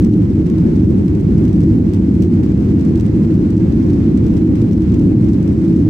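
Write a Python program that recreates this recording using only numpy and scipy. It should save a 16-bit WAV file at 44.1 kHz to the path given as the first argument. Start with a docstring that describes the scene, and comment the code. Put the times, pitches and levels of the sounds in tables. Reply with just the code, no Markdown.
"""A deep, steady roar fills a jet airliner speeding along the runway, heard at a window seat
on a phone held near the wall. Wheels and engines shake the fuselage, and the cabin booms
at a few resonances. Air hisses behind the roar. The plastic trim chatters in fine, dry ticks
at the crests of the shaking, and now and then a panel slips and knocks harder."""
import sys
import numpy as np
from scipy import signal
from scipy.fft import rfft, irfft
from scipy.io import wavfile
from scipy.ndimage import uniform_filter1d, minimum_filter1d

SR = 44100
rng = np.random.default_rng(int(sys.argv[2]) if len(sys.argv) > 2 else 0)


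def int16_out(signal):
    """Quantize to a 16-bit WAV file."""
    q = np.round(np.clip(np.atleast_2d(signal).T, -1, 1) * 32767)
    wavfile.write(sys.argv[1], SR, q.astype(np.int16))


N = 259749
TIME = np.arange(N) / SR
BIN_HZ = np.fft.rfftfreq(N, 1 / SR)


def undb(db):
    """Decibels to gain."""
    return 10 ** (np.asarray(db) / 20)


def unit_rms(x):
    """Scale to rms 1."""
    return x / np.sqrt(np.mean(x ** 2))


def curves(table):
    """The columns of a timed table, sample by sample."""
    times, *columns = np.transpose(table)
    return [np.interp(TIME, times, column) for column in columns]


def gains(spectrum):
    """The dB columns of a spectrum as gains for every frequency bin."""
    hz, *columns = np.transpose(spectrum)
    return undb([np.interp(np.log(BIN_HZ + 1), np.log(hz), column) for column in columns])


def colour(x, gain):
    """Causal filter with the given gains: it rings after a blow, never before."""
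    cepstrum = irfft(np.log(gain), N)
    cepstrum[..., 1:N // 2] *= 2
    cepstrum[..., N // 2:] = 0
    return irfft(rfft(x) * np.exp(rfft(cepstrum)), N)


def noise_pair():
    """Two unrelated white noises."""
    return rng.standard_normal((2, N))


def wander(rate_hz):
    """Smooth random drift with rms 1, mostly slower than rate_hz."""
    return unit_rms(irfft(rfft(rng.standard_normal(N)) / (1 + (BIN_HZ / rate_hz) ** 4), N))


def fuselage_roar(boom_db=-5, flutter_db=1, right_db=0.35):
    """Wheels and jets shake the shell all around the seat; the cabin booms at its resonances."""
    # roar through the fuselage (frequency [Hz], relative density [dB])
    spectrum = [(20, -19), (31, -34), (48, -10.5), (75, -1.5), (140, -4), (175, 1.5), (265, -3.5),
                (330, -5), (385, -12.5), (420, -20), (510, -25.5), (640, -38), (900, -43.5), (1600, -74)]
    # cabin resonances (frequency [Hz], width [Hz], relative weight [dB])
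    resonances = [(75, 6.3, -16.5), (107.9, 9, 1.5), (210.6, 11, -6), (235.5, 12, -8.5), (288.5, 12, -3.5),
                  (315.8, 18, 4)]
    # stereo width at the microphone (frequency [Hz], side minus mid [dB])
    stereo_width = [(30, -26), (100, -21), (200, -18), (320, -12), (450, -8), (700, -2)]
    broad = unit_rms(colour(noise_pair(), gains(spectrum)))
    # each resonance picks its own narrow band out of the shaking
    response = 0
    for hz, width_hz, db in resonances:
        detune_hz = BIN_HZ - hz
        peak = undb(db) / np.sqrt(width_hz) / (1 + 2j * detune_hz / width_hz)
        response += peak * np.exp(-(detune_hz / hz) ** 2)
    shaking = colour(noise_pair(), gains(spectrum))
    booms = unit_rms(irfft(rfft(shaking) * response, N))
    mid, side = unit_rms(broad + undb(boom_db) * booms) * undb(flutter_db * wander(rate_hz=6.5))
    # long waves reach both sides alike, shorter ones differ
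    side = colour(side, gains(stereo_width)[0])
    return np.array([mid + side, (mid - side) * undb(right_db)])


def air_rush(flicker_db=0.6):
    """A diffuse rush from the vents and the skin of the aircraft."""
    # relative spectrum of the air at the seat (frequency [Hz], left [dB], right [dB])
    spectrum = [(300, -3, -8.5), (725, 2, -3), (960, -2, -3.5), (1250, -5.5, -4.5), (1600, -7, -6),
                (2130, -11, -6), (2900, -17.5, -11), (3340, -19, -14), (4400, -21, -15.5),
                (5700, -23.5, -17.5), (7200, -24, -22.5), (8500, -26.5, -23.5), (9700, -38, -42.5),
                (15000, -39.5, -41)]
    rush = unit_rms(colour(noise_pair(), gains(spectrum)))
    return rush * undb(flicker_db * wander(rate_hz=14))


def trim_ring(blows, ring_s=.0012, scatter=0.23):
    """Each blow on the trim gives a sharp tick and a very short scatter, unlike on the two sides."""
    # response of the plastic trim (frequency [Hz], left [dB], right [dB])
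    response = [(600, -6.5, -7.5), (1500, -7, -4.5), (2500, 5.5, 2.5), (4450, -2.5, 3), (5850, 4, 3.5),
                (7200, -8, -2.5), (8330, -3, 3), (9800, -15.5, -17), (12000, -10.5, -9.5),
                (13700, -10, -10.5), (15800, -16, -17)]
    energy = signal.lfilter([1], [1, -np.exp(-1 / (ring_s * SR))], blows ** 2 + 1e-18)
    tails = scatter * np.sqrt(energy) * noise_pair()
    return colour(blows + tails, gains(response))


def trim_chatter(shake, contacts_per_s=900, spread_db=7.0, bunch_db=2):
    """Loose panels touch their frames mostly at the crests of the shaking."""
    push = np.maximum(unit_rms(shake), 0) ** 2
    touches = rng.random(N) < contacts_per_s / SR * push / push.mean()
    strengths = undb(spread_db * np.minimum(rng.exponential(size=N), 4))
    signs = rng.choice([-1, 1], N)
    bunching = undb(bunch_db * wander(rate_hz=30))
    return unit_rms(trim_ring(touches * strengths * signs * bunching))


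def panel_slips():
    """Now and then a panel slips and knocks harder."""
    # single sharp blows on the trim (time [s], relative level [dB])
    slips = [(0.583, -31), (1.1505, -33), (1.3802, -34), (2.2078, -38), (2.4543, -38), (2.795, -33),
             (2.8509, -32), (2.9761, -35), (3.5039, -30), (3.5787, -33), (3.7229, -33), (3.8276, -36),
             (3.9409, -39), (4.1746, -29), (4.338, -40), (4.37, -31), (4.6173, -30), (5.3347, -38)]
    blows = np.zeros(N)
    for time_s, db in slips:
        blows[int(time_s * SR)] = undb(db)
    return trim_ring(blows, ring_s=.0015, scatter=.35)


def scene(roar_db=0, air_db=3.5, chatter_db=-1, slip_db=3, chatter_swing=1.57):
    """Roar, air and rattling trim as they reach the microphone at the window seat."""
    # levels along the runway, before the mix gains (time [s], roar [dB], air [dB])
    ride = [(0.03, -7.5, -45.5), (0.34, -12.5, -48), (0.4, -5.5, -42.5), (0.44, -12, -50),
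            (0.47, -11, -46.5), (0.61, -10.5, -46), (1.26, -11, -48.5), (1.35, -8, -44.5),
            (1.47, -10, -46.5), (2.19, -11, -47), (2.22, -11.5, -47), (2.24, -11, -46.5), (2.3, -9.5, -49),
            (2.38, -9, -43), (2.42, -12, -51), (2.43, -13, -44.5), (2.56, -12, -46), (2.77, -10.5, -46),
            (4.37, -10, -45), (4.38, -12.5, -45.5), (4.51, -8.5, -46.5), (4.58, -12.5, -44.5),
            (4.71, -8, -46), (4.74, -12.5, -48.5), (4.93, -9.5, -44.5), (5.68, -10.5, -46.5),
            (5.86, -10, -45)]
    # how hard the trim chatters, before chatter_swing widens it (time [s], relative level [dB])
    chatter_contour = [(0.03, -47.5), (0.11, -58.5), (0.13, -53.5), (0.21, -59), (0.44, -57.5), (0.5, -52),
                       (0.56, -60.5), (0.6, -55), (0.61, -56), (0.66, -55.5), (0.91, -56), (1.08, -51.5),
                       (1.12, -69.5), (1.15, -56), (1.17, -65), (1.21, -52), (1.26, -59.5), (1.3, -53),
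                       (1.42, -59), (1.44, -53), (1.69, -55), (1.73, -54), (1.77, -59), (1.94, -52),
                       (2.04, -62), (2.16, -55.5), (2.17, -64), (2.21, -51.5), (2.32, -62), (2.35, -50.5),
                       (2.38, -69), (2.45, -50), (2.48, -60), (2.61, -59.5), (2.64, -56.5), (2.68, -60.5),
                       (2.69, -54), (2.77, -66), (2.81, -54), (2.85, -55), (2.87, -60.5), (2.89, -48.5),
                       (2.92, -58), (2.95, -54), (3.0, -51), (3.21, -62), (3.24, -56.5), (3.42, -59.5),
                       (3.5, -55.5), (3.54, -66), (3.59, -48), (3.63, -61.5), (3.7, -69.5), (3.73, -50.5),
                       (3.75, -60), (3.81, -55), (3.83, -50), (3.85, -56), (4.1, -60.5), (4.38, -53),
                       (4.45, -65.5), (4.48, -49.5), (4.53, -69.5), (4.56, -51.5), (4.61, -62),
                       (4.62, -53.5), (4.64, -60), (4.72, -54.5), (4.8, -55.5), (4.82, -52.5),
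                       (4.84, -61.5), (4.87, -53), (4.93, -58), (4.95, -55.5), (5.03, -57.5), (5.05, -55.5),
                       (5.21, -59), (5.26, -52), (5.31, -56), (5.34, -52.5), (5.36, -62), (5.44, -52.5),
                       (5.5, -55.5), (5.84, -53.5), (5.86, -67.5)]
    roar_level, air_level = curves(ride)
    chatter_level, = curves(chatter_contour)
    chatter_level = chatter_level.mean() + chatter_swing * (chatter_level - chatter_level.mean())
    shake = fuselage_roar()
    roar = shake * undb(roar_level + roar_db)
    air = air_rush() * undb(air_level + air_db)
    chatter = trim_chatter(shake[0]) * undb(chatter_level + chatter_db)
    return roar + air + chatter + panel_slips() * undb(slip_db)


def record(dry, ceiling_db=-1.5, hold_s=.03, top_hz=15800):
    """The phone's limiter eases down the tallest crests; the treble above top_hz is cut."""
    hold = int(hold_s * SR)
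    peaks = np.abs(dry).max(axis=0)
    safe_gain = np.minimum(1, undb(ceiling_db) / (peaks + 1e-9))
    held_gain = minimum_filter1d(safe_gain, hold)
    smooth_gain = uniform_filter1d(uniform_filter1d(held_gain, hold // 2), hold // 2)
    lowpass = signal.ellip(10, .2, 80, top_hz, fs=SR, output="sos")
    return signal.sosfilt(lowpass, dry * smooth_gain)


dry = scene()
out = record(dry)
int16_out(out)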